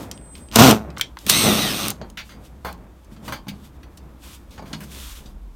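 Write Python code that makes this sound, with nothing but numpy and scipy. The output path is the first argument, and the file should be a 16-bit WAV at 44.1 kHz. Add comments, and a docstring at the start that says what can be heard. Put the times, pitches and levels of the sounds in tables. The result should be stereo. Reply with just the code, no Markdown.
"""Drill on a sheet-metal casing

A cordless drill bites into a screw, then runs again to unscrew it: the stick-slip judder booms in the panels,
while motor and gears whirr as coloured grit and swept tooth tones. Clicks of the drill body strike damped
modes, and a thin tone sings from the speed control. Hands rub, drag, tap and thump the cover as filtered
grains and modal blows, over an outdoor floor, a wavering hum and a rumble. Both channels carry the same sound.
"""
import sys
import numpy as np
from scipy import signal
from scipy.fft import rfft, irfft
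from scipy.io import wavfile
from scipy.ndimage import uniform_filter1d

SR = 44100
rng = np.random.default_rng(int(sys.argv[2]) if len(sys.argv) > 2 else 0)


def to_wav(s):
    """Save 16-bit WAV."""
    ch = np.atleast_2d(s).T  # columns
    pcm = np.round(np.clip(ch, -1, 1) * 32767)  # PCM
    wavfile.write(sys.argv[1], SR, pcm.astype(np.int16))


def how_loud(loudness_db):
    """Turn decibels into a plain amplitude multiplier (0 dB gives 1, 20 dB gives 10)."""
    steps = np.asarray(loudness_db, float) / 20
    return 10 ** steps


N = 245047
T = np.arange(N) / SR


def level(x, db):
    """Energy normalisation: scale a signal to an rms level in dB."""
    return x * how_loud(db) / np.sqrt(np.mean(x ** 2))


def columns(table):
    """Linear interpolation: each column as a curve in time, with a gate open while the table lasts."""
    s, *cols = np.transpose(table)
    gate = uniform_filter1d(1. 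* ((T > s[0]) & (T < s[-1])), size=150)
    return gate, [np.interp(T, s, c) for c in cols]


def strokes(table, rise_db_per_s, fall_db_per_s, rest_db):
    """Exponential swell and decay: gain of gestures that rise, hold and fade, over a level at rest."""
    s, length, db = np.transpose(table)[:, :, None]
    rise = rise_db_per_s * np.maximum(s - T, 0)
    fall = fall_db_per_s * np.maximum(T - s - length, 0)
    return how_loud(rest_db) + how_loud(db - rise - fall).sum(axis=0)


def colour(x, points):
    """Minimum-phase filtering: a causal filter from (f/Hz, level/dB) points by way of the cepstrum."""
    hz, db = np.transpose(points)
    f = np.fft.rfftfreq(4096, 1 / SR)
    cep = irfft(np.log(how_loud(np.interp(np.log(f + 1), np.log(hz), db))))
    # folding the cepstrum onto positive time makes the response causal
    cep[1:2048] *= 2
    cep[2049:] = 0
    response = irfft(np.exp(rfft(cep)))
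    return signal.fftconvolve(x, response)[:len(x)]


def band(x, hz, width):
    """Second-order resonance with gain 1 at its centre; width in Hz."""
    return signal.lfilter(*signal.iirpeak(min(hz, .45 * SR), hz / min(width, .45 * SR), SR), x)


def walk(rate):
    """Slow random modulation: levels held for 1 / rate s and slewed twice, with a spread near 1."""
    k = int(SR / rate)
    held = np.repeat(rng.standard_normal(N // k + 1), k)
    return 1.3 * uniform_filter1d(uniform_filter1d(held, k), k)[:N]


def grit(spread_db, size=N):
    """Contact of rough surfaces: dense tiny impacts of very uneven size."""
    return rng.standard_normal(size) * how_loud(spread_db * rng.exponential(size=size))


def ring(modes, t, centre_hz, favour_db):
    """Modal decay: clusters of twelve per mode, weakened by favour_db per octave off the centre; peak 1."""
    hz, db, t60 = np.repeat(np.transpose(modes), 12, axis=1)[:, :, None]
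    luck = rng.standard_normal((2, len(hz), 1))
    db = db + 3 * luck[0] - favour_db * np.abs(np.log2(hz / centre_hz))
    spread_hz = hz * (1 + .07 * luck[1])
    y = (how_loud(db - 60 * t / t60) * np.sin(2 * np.pi * spread_hz * t)).sum(axis=0)
    return y / np.abs(y).max()


def blows(table, modes, ring_db, rise_s, linger, snap):
    """Forced modal vibration: each gritty scrape sounds by itself and keeps knocking the modes of the body."""
    out, t = np.zeros(N + SR), T[:SR // 4]
    for s, db, hz, decay, treble_db in table:
        # a linger above 1 holds the level before it dies
        fall = how_loud(-60 * (t / max(decay, .003)) ** linger)
        scrape = grit(2.0, size=len(t)) * fall * np.minimum(t / rise_s, 1)
        scrape = scrape * (1 + snap * np.exp(-t / 0.0031))
        body = band(band(scrape, hz, hz), hz, 2 * hz)
        treble = band(scrape, 7300, 12000)
        rung = signal.fftconvolve(scrape, ring(modes, t, hz, favour_db=6))[:len(t)]
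        start = int(s * SR)
        for part, gain_db in ((body, 0), (treble, treble_db), (rung, ring_db)):
            out[start:start + len(t)] += how_loud(db + gain_db) * part / np.abs(part).max()
    return out[:N]


def yard():
    """Broadband noise and frequency modulation: a soft outdoor floor, a wavering hum and a deep rumble."""
    # spectrum of the floor: f/Hz, level/dB
    floor_colour = [(12, -25), (20, 5), (43, -8.5), (67, 12), (131, -10.5), (348, -3.5), (435, -39.5),
                    (954, -13), (1980, -26), (4980, -40), (6060, -58.5), (10300, -54), (12900, -36),
                    (16100, -43)]
    # the hum swells with the drill and the lifted cover: t/s, length/s, level/dB
    hum_swells = [(.6, 0.29, -40.5), (1.65, 0.064, -46.5), (4.98, .3, -48.5)]
    # the rumble swells with the drill and grows at the end: t/s, length/s, level/dB
    rumbles = [(.58, 0.034, -51), (5.1, 0.027, -48), (5.32, 0.26, -40)]
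    fade_db_per_s = 122

    def deep_tone(hz):
        pitch = hz * (1 + .13 * walk(13))
        return level(how_loud(2.4 * walk(36)) * np.sin(2 * np.pi * np.cumsum(pitch) / SR), 0)

    hum = strokes(hum_swells, fade_db_per_s, fade_db_per_s, rest_db=-46) * deep_tone(57.2)
    rumble = strokes(rumbles, fade_db_per_s, fade_db_per_s, rest_db=-65.5) * deep_tone(37)
    floor = colour(rng.standard_normal(N), floor_colour) * how_loud(1.5 * walk(1.7))
    return level(floor, -50) + hum + rumble


def hands():
    """Sliding friction: skin rustles over the sheet in fine grains and drags it with a duller noise."""
    # spectra of rustle and drag: f/Hz, level/dB
    rustle_colour = [(410, -49), (700, -32), (747, -8.5), (985, -0.5), (1280, 0), (1900, -3), (3570, 3.5),
                     (4070, -1.5), (5800, -2), (12900, -4), (16100, -11.5)]
    drag_colour = [(53, -32), (90, 0), (201, 1), (317, -5), (385, -8), (568, -9), (638, -10.5),
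                   (2000, -25.5), (2600, -30), (4400, -120)]
    # fingers rub the sheet: t/s, length/s, level/dB
    rubs = [(0, 0.034, -45), (.36, .03, -54.5), (1.2, 0.086, -52), (2.26, 0.053, -56), (2.45, 0.011, -54.5),
            (2.62, 0.094, -72), (3.13, 0.0094, -60.5), (3.26, .08, -47.5), (3.53, .06, -68.5),
            (3.65, 0.0033, -53), (4.24, 0.11, -47), (4.52, 0.022, -59.5), (4.68, .2, -56), (4.92, 0.2, -42),
            (5.16, .03, -46), (5.24, 0.054, -61.5)]
    # palms drag on the sheet: t/s, length/s, level/dB
    drags = [(0, 0.011, -29.5), (.1, 0.52, -51.5), (.9, .12, -44), (1.25, .02, -48), (2.03, 0.0061, -39),
             (2.74, 0.0083, -51), (3.26, 0.086, -48), (3.53, 0.0055, -48.5), (4.24, 0.0074, -53.5),
             (4.585, 0.08, -45), (4.72, 0.082, -45.5), (4.85, 0.099, -58)]
    rustle = level(colour(grit(1.5), rustle_colour) * how_loud(1.2 * walk(40)), 0)
    drag = level(colour(grit(2.0), drag_colour) * how_loud(2.5 * walk(20)), 0)
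    rub_gain = strokes(rubs, rise_db_per_s=557, fall_db_per_s=381.5, rest_db=-65.5)
    drag_gain = strokes(drags, rise_db_per_s=256, fall_db_per_s=176.5, rest_db=-50)
    return rub_gain * rustle + drag_gain * drag


def clicks():
    """Impact excitation: clicks of trigger and chuck ring the damped modes of the drill body."""
    # clicks: t/s, level/dB (peak of the body part), bright centre f/Hz, decay/s, treble level/dB (relative)
    click_table = [(.1131, -16.5, 5240, 0.025, -10), (.176, -34.5, 3030, 0.01, -10),
                   (.2124, -47.5, 3000, 0.022, -6), (.3524, -29.5, 2990, 0.038, -23),
                   (.38, -41, 6030, .02, -6.5), (.4864, -38, 3018, 0.013, -12),
                   (.5136, -29, 3200, 0.017, -11), (.5232, -23.5, 2967, 0.018, -13.5),
                   (.5581, 2, 5720, 0.019, -9.5), (.5857, -8, 2993, 0.011, -6),
                   (.7096, -3.5, 4960, 0.022, -11.5), (.903, -37, 3460, 0.03, -10),
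                   (.966, -35.5, 2870, 0.019, -26.5), (.9714, -22, 1270, 0.041, -29),
                   (.981, -26, 5000, 0.054, -7), (.9958, -20, 1455, 0.039, -5.5),
                   (1.0109, -5.5, 2800, 0.029, -6), (1.17, -24, 1270, 0.034, -13),
                   (1.1877, -28.5, 5040, 0.017, -3.5), (1.265, -20, 3236, 0.044, 5.5),
                   (1.2965, -0.5, 5636, 0.026, 3.5), (1.883, -9.5, 8910, 0.0033, -3),
                   (1.903, -10, 9390, 0.016, -9.5), (1.914, -32, 7820, 0.015, -8),
                   (2.1, -36.5, 6030, 0.02, -1)]
    # modes of the drill body: f/Hz, level/dB, t60/s
    drill_modes = [(1270, -13.5, 0.054), (1540, 8.5, 0.07), (2320, -16, .05), (2640, -10, 0.057),
                   (3270, 5.5, 0.061), (3920, -5.5, .045), (4290, 2, 0.033), (5180, -23.5, 0.03),
                   (6030, 2, 0.15), (5960, -7, .04), (9050, -20.5, .04), (10300, -13.5, 0.04),
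                   (12200, -3, .03)]
    return blows(click_table, drill_modes, ring_db=-14, rise_s=0.00081, linger=0.98, snap=0.98)


def whine():
    """Amplitude modulation of a pure tone: the speed control sings while the trigger is half pulled."""
    # t/s, length/s, level/dB
    songs = [(.155, 0.014, -50), (.22, 0.12, -48.5), (.42, 0.06, -51.5)]
    tone_hz, fade_db_per_s = 8136, 348.5
    gain = strokes(songs, fade_db_per_s, fade_db_per_s, rest_db=-200)
    return gain * how_loud(2.5 * walk(40)) * np.sqrt(2) * np.sin(2 * np.pi * tone_hz * T)


def drill(table, whirr_colour, rough, chuck_hz, wobble_db, weak_db, dulling_per_s):
    """Stick-slip friction: each slip of the bit shakes the panels and stirs the whirr of motor and gears."""
    # judder rate of the bit, racing while it slips in the screw head: t/s, f/Hz
    judder = [(.6, 112), (.635, 141.3), (.7, 107.3), (1.3, 104.4)]
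    # spectrum of the shaken panels: f/Hz, level/dB
    shake_colour = [(35, -77), (60, -9.5), (135, 2), (173, 3.5), (264, 2), (334, -2.5), (509, -8.5),
                    (577, -7), (695, -5), (935, -13), (1450, -15), (1690, -25.5), (2500, -28),
                    (3250, -50.5), (5500, -120)]
    # resonances of the drill housing: f/Hz, width/Hz, level/dB
    housing_bands = [(2598, 150, -1.5), (2800, 40, 1.5), (3565, 130, -2), (3870, 180, -8.5), (4420, 11, -5),
                     (5530, 510, -2), (5940, 60, -3), (7300, 51, -12.5), (8580, 83, -1.5),
                     (11300, 50, -6.5), (13980, 170, -18.5), (13200, 72, -9.5), (14700, 120, -15.5),
                     (16600, 170, -9)]
    gate, (whirr_db, shake_db) = columns(table)
    rate = np.interp(T, *np.transpose(judder))
    phase = np.cumsum(rate * (1 + .1 * rough * walk(90))) / SR
    # two slips a cycle, the second weaker
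    slip_db = weak_db * (phase % 1 > .4) + 4 * rough * rng.standard_normal(N)
    slips = np.diff(np.floor(2 * phase), prepend=0) * how_loud(slip_db)
    # rough: power share of irregular grit against regular slips
    regular = level(colour(slips, shake_colour), 0)
    irregular = level(colour(grit(1.2), shake_colour), 0)
    shake = np.sqrt(1 - rough) * regular + np.sqrt(rough) * irregular
    teeth = grit(0.72) * (0.83 + np.exp(-(phase % 1) / 0.54))
    housing = sum(how_loud(db) * band(teeth, hz, width) / np.sqrt(width) for hz, width, db in housing_bands)
    whirr = level(level(colour(teeth, whirr_colour), 0) + level(housing, -11.0), 0)
    # the treble of the whirr thins out steadily as the run goes on
    whirr = whirr - np.clip(dulling_per_s * (T - table[0][0]), 0, .9) * band(whirr, 11000, 11000)
    # the chuck runs slightly out of true
    wobble = how_loud(wobble_db * np.sin(2 * np.pi * chuck_hz * T + .4 * walk(2.5)))
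    return gate * (wobble * how_loud(shake_db) * shake + how_loud(whirr_db) * whirr)


def bite():
    """Stick-slip with fairly regular slips: a short grinding bite into the screw."""
    # t/s, motor whirr level/dB, casing shake level/dB
    course = [(.515, -58, -48.5), (.53, -37, -44.5), (.555, -26.5, -42.5), (.559, -14, -12.5),
              (.58, -20, -16), (.592, -9, -5.5), (.712, -14.5, -8.5), (.728, -25.5, -12.5),
              (.76, -34.5, -20.5), (.8, -50.5, -32.5), (.9, -68, -42)]
    # spectrum of the whirr: f/Hz, level/dB
    grind = [(590, -22.5), (1000, 1), (1310, -6.5), (1450, -4.5), (1690, -11.5), (3320, -9), (3680, -10.5),
             (7150, -15.5), (10300, -23.5), (13700, -13.5), (16100, -33)]
    return drill(course, grind, rough=.33, chuck_hz=25, wobble_db=1.6, weak_db=-11.5, dulling_per_s=0.15)


def unscrew():
    """Stick-slip with irregular slips: a longer unscrewing run with a bright whirr that dulls."""
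    # t/s, motor whirr level/dB, casing shake level/dB
    course = [(1.268, -39.5, -28), (1.285, -26.5, -45), (1.3, -13, -29), (1.33, -19, -22),
              (1.4, -19.5, -28), (1.46, -20, -15), (1.6, -23, -23.5), (1.69, -24.5, -25),
              (1.73, -26, -30.5), (1.86, -25, -29), (1.915, -32.5, -30.5), (1.93, -56, -38.5),
              (1.97, -58.5, -51)]
    # spectrum of the whirr: f/Hz, level/dB
    bright_whirr = [(590, -26), (1000, -2.5), (1180, 6), (1710, -6.5), (3130, 3), (3990, 3.5), (4980, -1.5),
                    (6510, -1), (7060, -9), (8410, 1), (10400, -3.5), (12300, -3), (15100, -2.5),
                    (16100, -36.5)]
    return drill(course, bright_whirr, rough=.7, chuck_hz=8.8, wobble_db=1.24, weak_db=-14.5, dulling_per_s=0.69)


def thumps():
    """Low-order modal vibration: the whole cover thumps under the heavier touches, slow to build up."""
    # t/s, level/dB (before the slow build-up)
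    touches = [(1.262, -22), (2.015, -24.5), (2.647, -23), (3.12, -26.5), (3.16, -37), (3.278, -37),
               (3.321, -28), (3.468, -22), (3.484, -18.5), (4.581, -30), (4.629, -30), (4.734, -17),
               (4.8, -37), (4.835, -40), (5.257, -32)]
    # low modes of the cover: f/Hz, level/dB, t60/s
    cover_modes = [(142, -10.5, 0.99), (198.4, -5.5, 0.87), (256, -7, 0.16), (306, -54, 0.19)]
    out, t = np.zeros(N + SR), T[:SR // 4]
    build_up = 1 - np.exp(-t / 0.0032)
    for s, db in touches:
        start = int(s * SR)
        out[start:start + len(t)] += how_loud(db) * build_up * ring(cover_modes, t, 195, 1.5)
    return out[:N]


def gears():
    """Gear meshing: tooth tones follow the motor; each shaft turn swings them and spreads side tones."""
    # gear train: t/s, tooth rate f/Hz, level/dB
    train = [(1.3, 1850, -50), (1.325, 1920, -28), (1.36, 2050, -26), (1.4, 2105, -27), (1.435, 2110, -28),
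             (1.52, 1840, -28), (1.57, 1770, -32), (1.6, 2050, -31), (1.68, 1785, -32), (1.73, 1670, -33),
             (1.77, 1600, -55)]
    # tones of the train: multiple of the tooth rate, level/dB
    orders = [(.99, -6), (1.045, -5), (1.27, -10), (1.5, -8), (1.75, -9), (1.95, 0), (2.085, -4),
              (2.55, -9), (2.8, -11), (3.04, -4)]
    shaft_teeth, loose_s = 11, 1.48
    gate, (hz, db) = columns(train)
    shaft = 2 * np.pi * np.cumsum(hz / shaft_teeth) / SR
    teeth = 0
    for k, gain_db in orders:
        gain = how_loud(gain_db + 4 * walk(30))
        swing = .6 * np.sin(shaft + 2 * walk(20))
        jitter = 2 * np.pi * np.cumsum(k * hz * .003 * walk(120)) / SR
        teeth = teeth + gain * np.sin(k * shaft_teeth * shaft + swing + jitter)
    # the fourth multiple sings near top speed until the screw loosens
    fourth = how_loud(2.5 * walk(40)) * np.sin(4 * shaft_teeth * shaft)
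    fourth_gain = (T < loose_s) * how_loud(-24 - .07 * (hz.max() - hz))
    return gate * (how_loud(db) * teeth + fourth_gain * fourth)


def taps():
    """Impact excitation of a plate: taps of the hands ring the modes of the sheet-metal casing."""
    # taps: t/s, level/dB (peak of the body part), bright centre f/Hz, decay/s, treble level/dB (relative)
    tap_table = [(2.013, -24, 710, 0.037, -22), (2.172, -25.5, 1900, 0.11, -4.5),
                 (2.292, -36, 1320, 0.143, -9), (2.647, -20.5, 820, 0.15, -5),
                 (2.726, -37.5, 12200, 0.011, 2), (3.044, -47.5, 6900, 0.0207, -23),
                 (3.114, -51, 1484, .06, -7), (3.162, -41, 1054, .06, -32.5),
                 (3.279, -21.5, 1100, 0.061, -5), (3.322, -16.5, 1090, 0.083, -3),
                 (3.359, -35, 1120, 0.075, -24.5), (3.468, -36.5, 780, 0.063, -27),
                 (3.482, -29, 2800, 0.062, 2.5), (3.67, -47, 9280, .02, -14.5),
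                 (3.83, -40.5, 1760, .04, -2.5), (3.972, -41.5, 5830, 0.034, 6),
                 (4.507, -45.5, 3920, 0.21, 6), (4.577, -34.5, 1100, 0.055, -18.5),
                 (4.592, -31.5, 620, 0.037, -30), (4.622, -32, 620, 0.05, -14),
                 (4.656, -41.5, 1500, 0.088, -4), (4.729, -23.5, 3680, 0.054, -16),
                 (4.733, -26.5, 1200, 0.055, -30), (4.804, -34, 1440, 0.098, 3.5),
                 (4.835, -39.5, 8300, .05, 1), (5.258, -41.5, 3900, 0.045, -8)]
    # modes of the casing: f/Hz, level/dB, t60/s
    casing_modes = [(548, -23.5, 0.09), (673, 11, 0.12), (854, 7, 0.38), (1090, 4, 0.38), (1500, -13, 0.15),
                    (1900, -16, 0.15), (2330, 3, 0.15), (3010, 10.5, 0.18), (3546, 16.5, 0.022),
                    (4090, 13.5, 0.038), (4530, 21, 0.13), (5400, 15, 0.02), (6340, 22, 0.075),
                    (6900, -13, 0.038), (8600, 6, .04)]
    return blows(tap_table, casing_modes, ring_db=-5, rise_s=0.0017, linger=1.95, snap=0.87)


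def scatter(hits):
    """Diffuse reflection: floor and walls return a short, decaying noise tail after each hit."""
    t = T[:SR // 4]
    tail = band(rng.standard_normal(len(t)), 2900, 4200) * how_loud(-60 * t / .16)
    return how_loud(-35.5) * signal.fftconvolve(hits, tail)[:N]


def scene():
    """Superposition: hits with their scatter, drill, hands and yard meet in one microphone."""
    hits = clicks() + taps() + thumps()
    hits = hits + scatter(hits)
    work = bite() + unscrew() + gears()
    mono = hits + work + whine() + hands() + yard()
    return np.array([mono, mono])


def low_pass(x):
    """Removes everything above the highest recorded frequency."""
    return signal.sosfilt(signal.butter(12, 16290, fs=SR, output="sos"), x)


def record(dry):
    """Port resonance and overload: the microphone port dips the treble; the loudest judder clips the input."""
    dipped = dry - .5 * band(dry, 10500, 640)
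    return low_pass(np.clip(dipped, -1, 1))


dry = scene()
out = record(dry)
to_wav(out)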